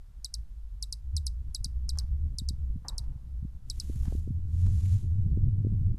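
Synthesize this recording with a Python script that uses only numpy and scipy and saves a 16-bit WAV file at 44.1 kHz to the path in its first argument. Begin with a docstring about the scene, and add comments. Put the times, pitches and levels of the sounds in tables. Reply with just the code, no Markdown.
"""A breeze hums and thumps on a hand-held microphone, growing stronger as swirls of air peel off the case.
A hummingbird on a bush calls in pairs of sharp, falling chips, whistled by its tiny voice organ;
twigs and trees scatter each chip into a short tail. Soft scuffs sound close by, two faint far-off tones
come and go, and one distant knock rolls over the quiet hillside. Later a sleeve swishes as the arm moves."""
import sys
import numpy as np
from scipy import signal
from scipy.fft import rfft, irfft
from scipy.io import wavfile
from scipy.ndimage import uniform_filter1d

SR = 44100
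rng = np.random.default_rng(int(sys.argv[2]) if len(sys.argv) > 2 else 0)


def persist_wave(psi):
    """Save psi, clipped to +-1, as 16-bit WAV."""
    counts = np.round(np.clip(psi, -1, 1) * 32767).astype(np.int16)
    wavfile.write(sys.argv[1], SR, np.atleast_2d(counts).T)


N = 263718
T = np.arange(N) / SR

# how rough the moving air is over time: time_s, level_db
AIR_ROUGHNESS = [(0.0, -71.5), (0.68, -74), (1.3, -64), (1.7, -67), (2.13, -56), (2.35, -57.5), (3.45, -63),
                 (3.73, -56), (3.98, -46.5), (4.41, -50), (4.78, -49.5), (4.91, -49.5), (5.56, -44),
                 (5.98, -47.5)]


def undb(db):
    """Turn decibels into a number to multiply a sound by."""
    return 10 ** (np.asarray(db) / 20)


def curve(table, at=T):
    """Read values off a two-column table, joining its points with straight lines."""
    return np.interp(at, *np.transpose(table))


def noise(spectrum):
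    """Noise of strength 1 (rms), with its tone set by rows of frequency_hz, level_db."""
    hz, db = np.transpose(spectrum)
    bins_hz = np.maximum(np.fft.rfftfreq(N, 1 / SR), 1)
    gain = undb(np.interp(np.log(bins_hz), np.log(hz), db))
    x = irfft(rfft(rng.standard_normal(N)) * gain, N)
    return x / x.std()


def wander(rate_hz):
    """A smooth random wobble of typical size 1, heading for a new value rate_hz times a second."""
    hold = int(SR / rate_hz)
    steps = np.repeat(rng.standard_normal(N // hold + 1), hold)
    x = uniform_filter1d(uniform_filter1d(steps, hold), hold)[:N]
    return x / x.std()


def fade(start_s, fade_s, rise_s):
    """A loudness shape that rises quickly, then drops 60 dB every fade_s seconds."""
    age = np.maximum(T - start_s, 0)
    return (1 - np.exp(-age / rise_s)) * undb(-60 * age / fade_s)


def swell(start_s, length_s, db, db_per_s, attack_s, release_s):
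    """The loudness of a gust or an arm movement: it builds, slowly grows or eases, then dies away."""
    age = T - start_s
    attack = np.clip(age / attack_s, 0, 1)
    release = np.exp(-np.maximum(age - length_s, 0) / release_s)
    return attack * release * undb(db + db_per_s * np.clip(age, 0, length_s))


def country_air(level_db=-74):
    """The faint, nearly steady hush of the open country."""
    # tone of the hush: frequency_hz, level_db
    hush_tone = [(100, 3.5), (300, 3.5), (600, 3), (900, 3.5), (1400, 1), (2300, -5), (3600, -4.5),
                 (7000, -7), (14000, -9.5)]
    return noise(hush_tone) * undb(level_db + 0.28 * wander(5.5))


def wind(lull_db=-54.5, drag_db=-22):
    """Swirls of air peel off the case and hum, higher in a faster breeze, over churning and rumbling."""
    # how fast the swirls peel off: time_s, pitch_hz
    hum_pitch = [(0.0, 48.1), (0.95, 50.37), (1.13, 68.5), (1.66, 58.16), (2.16, 72.25), (2.63, 67.4),
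                 (2.8, 54.09), (3.23, 60.4), (3.7, 58.32), (4.63, 90.2), (5.35, 88.2), (5.51, 99.17),
                 (5.98, 90.2)]
    # gusts that hum on the case: start_s, length_s, level_db, swell_db_per_s
    gusts = [(0.136, 0.087, -39.5, 3), (0.313, 0.098, -33.5, -11), (0.466, 0.497, -40, 4),
             (1.028, 0.47, -31.5, -10), (1.565, 0.71, -34, 4), (2.339, 0.44, -33.5, -5.5),
             (2.878, 0.22, -40.5, 8), (3.249, 0.23, -39.5, 16), (3.714, 0.775, -38, 9),
             (4.483, 0.47, -27.5, 9), (5.018, 0.86, -26, -3.5)]
    # tone of the churning air: frequency_hz, level_db
    churn_tone = [(20, -9.5), (60, -6.5), (110, 11.5), (190, -4.5), (260, -20.5), (400, -38), (800, -68),
                  (2000, -91)]
    # tone of the small swirls: frequency_hz, level_db
    swirl_tone = [(100, -9), (280, 5.5), (420, -9), (700, -26), (2000, -60.5)]
    # tone of the deep rumble: frequency_hz, level_db
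    rumble_tone = [(5, -4.5), (18, -13.5), (32, -3.5), (48, -13), (80, -13.5), (200, -75), (600, -110)]
    strength = np.max([swell(*gust, attack_s=0.062, release_s=0.031) for gust in gusts], axis=0)
    # the swirls are never regular: pitch and loudness stray every few cycles
    phase = 2 * np.pi * np.cumsum(curve(hum_pitch) * (1 + .12 * wander(60))) / SR
    throb = undb(2.8 * wander(45))
    # the air pushes sideways once a cycle and drags on the case twice a cycle
    push = np.sqrt(2) * (np.sin(phase) + undb(drag_db) * np.sin(2 * phase))
    hum = push * throb * np.maximum(strength, undb(lull_db))
    rough_db = curve(AIR_ROUGHNESS)
    gust_db = rough_db + 4.5 * wander(35)
    churn = noise(churn_tone) * undb(gust_db + 9)
    # small swirls follow the gusts closely, the rumble only about half as much
    usual_db = rough_db.mean()
    swirls = noise(swirl_tone) * undb(usual_db - 11 + 0.95 * (gust_db - usual_db))
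    rumble = noise(rumble_tone) * undb(-38 + 0.56 * (gust_db - usual_db))
    return hum + churn + swirls + rumble


def wind_thumps(small_count=44, small_width_ms=1.36):
    """Single swirls strike the microphone's opening: a sharp suck of air with a slower rebound."""
    # the main thumps: time_s, level_db, width_ms
    main_thumps = [(1.61, -19, 2.8), (1.663, -25.5, 1.33), (2.42, -23.5, 1.22), (2.509, -26.5, 1),
                   (2.761, -22.5, 1.25), (3.162, -30.5, 1.42), (3.429, -20.5, 1.58), (3.452, -20.5, 1.19),
                   (3.899, -23, 0.71), (4.082, -17.5, 1.25), (4.125, -27, 0.43), (4.152, -22, 0.79),
                   (4.277, -24.5, 0.71), (4.307, -15.5, 1.28), (5.375, -17, 0.79), (5.649, -18, 0.72),
                   (5.67, -18.5, 0.73), (5.944, -23, 1.07)]
    # smaller ones come at random, louder when the air is rougher
    times = (np.arange(small_count) + rng.random(small_count)) * T[-1] / small_count
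    levels = curve(AIR_ROUGHNESS, times) + 17.5 + 3.5 * rng.standard_normal(small_count)
    small_thumps = [(time_s, db, small_width_ms) for time_s, db in zip(times, levels)]
    out = np.zeros(N)
    for time_s, db, width_ms in list(main_thumps) + small_thumps:
        near = np.abs(T - time_s) < .03
        offset = 1000 * (T[near] - time_s) / width_ms
        out[near] -= undb(db) * (np.exp(-offset ** 2 / 2) - .3 * np.exp(-offset ** 2 / 12))
    return out


def chip(ms, hz, lead_ms, length_ms, sag_db, blips_db):
    """A thin whistle snaps down an octave and fades; the voice organ ends it with two higher blips."""
    # the whistle's slide: time_from_peak_ms, pitch_ratio
    slide = [(-5, 2.52), (-2, 2.4), (-1.2, 2.32), (-.8, 2.17), (-.25, 1.57), (.1, 1.31), (.5, 1.22),
             (2, 1.1), (5, 1.0), (8, .93), (13, .88)]
    # how the whistle starts: time_from_peak_ms, level_db
    attack = [(-5, -22), (-1.6, -13), (-1.2, -10), (-.6, -9), (0, -.5), (.4, 0), (1.8, -2)]
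    pitch = uniform_filter1d(curve(slide, ms), size=11)
    pitch += .25 * np.clip((ms - length_ms + 1) / 2.2, 0, 1)  # flicks back up as the note closes
    grid_ms = np.linspace(ms[0], ms[-1], 64)
    flutter, waver = (np.interp(ms, grid_ms, row) for row in rng.standard_normal((2, 64)))
    phase = 2 * np.pi * np.cumsum(hz * pitch * (1 + .012 * waver)) / SR
    settled = 1 - np.exp(-np.maximum(ms - .4, 0) / 6)
    fall_db = settled * (sag_db + 2 * flutter)
    opening = np.clip((ms + lead_ms + .5) / .9, 0, 1)
    closing = np.clip((length_ms + .9 - ms) / 2.6, 0, 1)
    loudness = undb(curve(attack, ms)) * np.sin(np.pi / 2 * opening * closing) ** 2
    blips = sum(undb(db) * np.exp(-((ms - length_ms - lag_ms) / .85) ** 2)
                for db, lag_ms in zip(blips_db, (1.6, 4.5)))
    voice = (loudness * undb(fall_db) + blips) * np.sin(phase)
    # overtones fade more slowly, and only sound once they are low enough to pass through the beak
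    for multiple, top_hz, db in [(2, 9500, -5.5 + 0.97 * fall_db), (3, 13100, -23 + 0.33 * fall_db)]:
        beak = 1 / np.sqrt(1 + (multiple * hz * pitch / top_hz) ** 20)
        voice += (loudness + blips) * undb(db) * beak * np.sin(multiple * phase)
    return voice * np.sqrt(2)


def hummingbird(second_boost_db=0.8, second_drop_hz=45):
    """Chips come in pairs, long then short; so small a throat gives out nothing below the note."""
    # pairs of chips: time_s, gap_s, level_db, base_pitch_hz, extra_length_ms, blip_boost_db,
    # first_lead_in_ms, second_lead_in_ms
    pairs = [(0.2461, 0.095, -28.3, 4370, .1, -1, 1.4, 2.3), (0.8263, 0.1, -28, 4340, -0.26, -1, 1.85, 1.8),
             (1.1665, .1011, -27.5, 4330, 0.13, 1, 1.4, 5.5), (1.5482, 0.097, -27, 4344, 1.6, 0, 4.1, 2.5),
             (1.8922, 0.095, -28, 4380, -.6, 2.5, 1.35, 1.16),
             (2.3857, 0.1026, -28.9, 4220, -0.31, -4, 1.62, 0.86),
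             (2.8839, 0.098, -29, 4300, -0.63, -1, 0.74, 2.8),
             (3.7, 0.1, -29, 4320, -0.52, -6, 1.42, 1.094)]
    # the first and second chip of a pair: length_ms, sag_db, first_blip_db, second_blip_db
    chip_shapes = [(16.1, -16, -24.5, -29), (12.3, -21.5, -16, -25.5)]
    out = np.zeros(N)
    for time_s, gap_s, db, hz, extra_ms, blip_boost_db, *leads_ms in pairs:
        for is_second, (length_ms, sag_db, *blips_db) in enumerate(chip_shapes):
            peak_s = time_s + is_second * gap_s
            stray_db = 2 * rng.standard_normal(2)
            near = (T > peak_s - .007) & (T < peak_s + .026)
            note = chip(1000 * (T[near] - peak_s), hz - is_second * second_drop_hz, leads_ms[is_second],
                        length_ms + extra_ms, sag_db, blips_db + stray_db + blip_boost_db)
            out[near] += undb(db + is_second * second_boost_db) * note
    return signal.sosfilt(signal.butter(10, 3450, "high", fs=SR, output="sos"), out)


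def hillside_echo(call, twigs_db=-20, trees_db=-24):
    """Twigs scatter the call at once, the trees behind a little later; both favour the high notes."""
    bright_call = signal.lfilter([1, -1], [1], call)
    twigs = fade(.001, fade_s=.06, rise_s=.0005)
    trees = fade(.0027, fade_s=.19, rise_s=.0015)
    out = call
    for db, shape in [(twigs_db, twigs), (trees_db, trees)]:
        echoes = (rng.standard_normal(N) * shape)[:SR // 2]
        out = out + undb(db) * signal.fftconvolve(bright_call, echoes / np.linalg.norm(echoes))[:N]
    return out


def scuffs():
    """Now and then something close by softly scuffs or ticks: a short, grainy burst of noise."""
    # light touches: start_s, level_db, fade_s
    touches = [(1.888, -58.5, 0.039), (1.933, -66, 0.48), (1.973, -60.5, 0.13), (2.001, -62.5, 0.19),
               (3.039, -63, .04), (4.032, -54, 0.029), (4.053, -57.5, 0.29), (4.661, -62, .17)]
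    # tone of a scuff: frequency_hz, level_db
    scuff_tone = [(200, -24.5), (800, 5), (1600, -1), (2600, -11.5), (5000, -7.5), (12000, -18.5)]
    loudness = sum(undb(db) * fade(start_s, fade_s, rise_s=0.00024) for start_s, db, fade_s in touches)
    return noise(scuff_tone) * loudness * undb(3.8 * wander(250))


def far_tones():
    """Two faint, wavering tones come and go in the distance."""
    out = np.zeros(N)
    for peak_s, width_s, hz, db in [(2.7, 0.92, 502.2, -76.5), (5.2, 0.37, 876, -81.5)]:
        phase = 2 * np.pi * np.cumsum(hz * (1 + 0.04 * wander(55))) / SR
        out += undb(db) * np.exp(-((T - peak_s) / width_s) ** 2) * np.sin(phase)
    return out


def far_knock(start_s=2.844, blow_db=-45.5, roll_db=-60):
    """A distant blow, dulled by the air, and its longer roll through the woods."""
    # tone of the blow: frequency_hz, level_db
    blow_tone = [(150, 2), (350, -12.5), (560, -19), (950, -5.5), (1400, -19), (1750, -21.5), (2400, -43),
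                 (5000, -48)]
    roll_tone = [(200, -30), (500, -1.5), (950, 1.5), (1500, -10), (2500, -20), (6000, -56)]
    soft_start = np.clip((T - start_s) / .006, 0, 1)
    blow_shape = soft_start * fade(start_s, fade_s=0.35, rise_s=0.002)
    roll_shape = fade(start_s, fade_s=1.107, rise_s=0.0097)
    blow = noise(blow_tone) * undb(blow_db + 2 * wander(90)) * blow_shape
    roll = noise(roll_tone) * undb(roll_db + 0.68 * wander(30)) * roll_shape
    return blow + roll


def sleeve():
    """Sleeve fabric slides with a grainy swish as the arm moves, and its creases crackle."""
    # tone of the sliding cloth: frequency_hz, level_db
    cloth_tone = [(400, -2), (1200, -6), (2200, -5.5), (3000, -2.5), (5200, -3), (6900, 1.5), (8400, -3.5),
                  (10800, -3.5), (12300, -10), (14000, -25.5)]
    # arm movements: start_s, length_s, level_db, swell_db_per_s, added_hiss_db
    strokes = [(3.651, .5, -63, -4, -3.5), (4.449, 0.5, -66, 12.5, -15.5)]
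    # creases that crackle: start_s, level_db
    creases = [(3.915, -66), (4.06, -66), (4.854, -54), (4.92, -62), (4.951, -66.5)]
    fabric = noise(cloth_tone)
    hiss = noise([(5000, -17.5), (10000, -5), (14000, -5.5)])
    swish = sum(swell(*motion, attack_s=0.15, release_s=0.083) * (fabric + undb(hiss_db) * hiss)
                for *motion, hiss_db in strokes)
    snaps = sum(undb(db) * fade(start_s, fade_s=0.054, rise_s=0.00046) for start_s, db in creases)
    grain = undb(5 * wander(800))
    crackle = noise([(600, -18), (1800, 7), (6000, 0), (12000, 0), (15000, -5.5)]) * snaps * grain
    return swish * undb(1.5 * wander(300)) + crackle


def scene():
    """Bird, wind and surroundings add up at one microphone."""
    nearby = hillside_echo(hummingbird()) + wind() + wind_thumps() + sleeve() + scuffs()
    distant = far_knock() + country_air() + far_tones()
    return (nearby + distant)[None]


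def record(dry, top_hz=14250):
    """The recorder cuts off the very highest sounds."""
    return signal.sosfilt(signal.ellip(10, .2, 70, top_hz, fs=SR, output="sos"), dry)


dry = scene()
out = record(dry)
persist_wave(out)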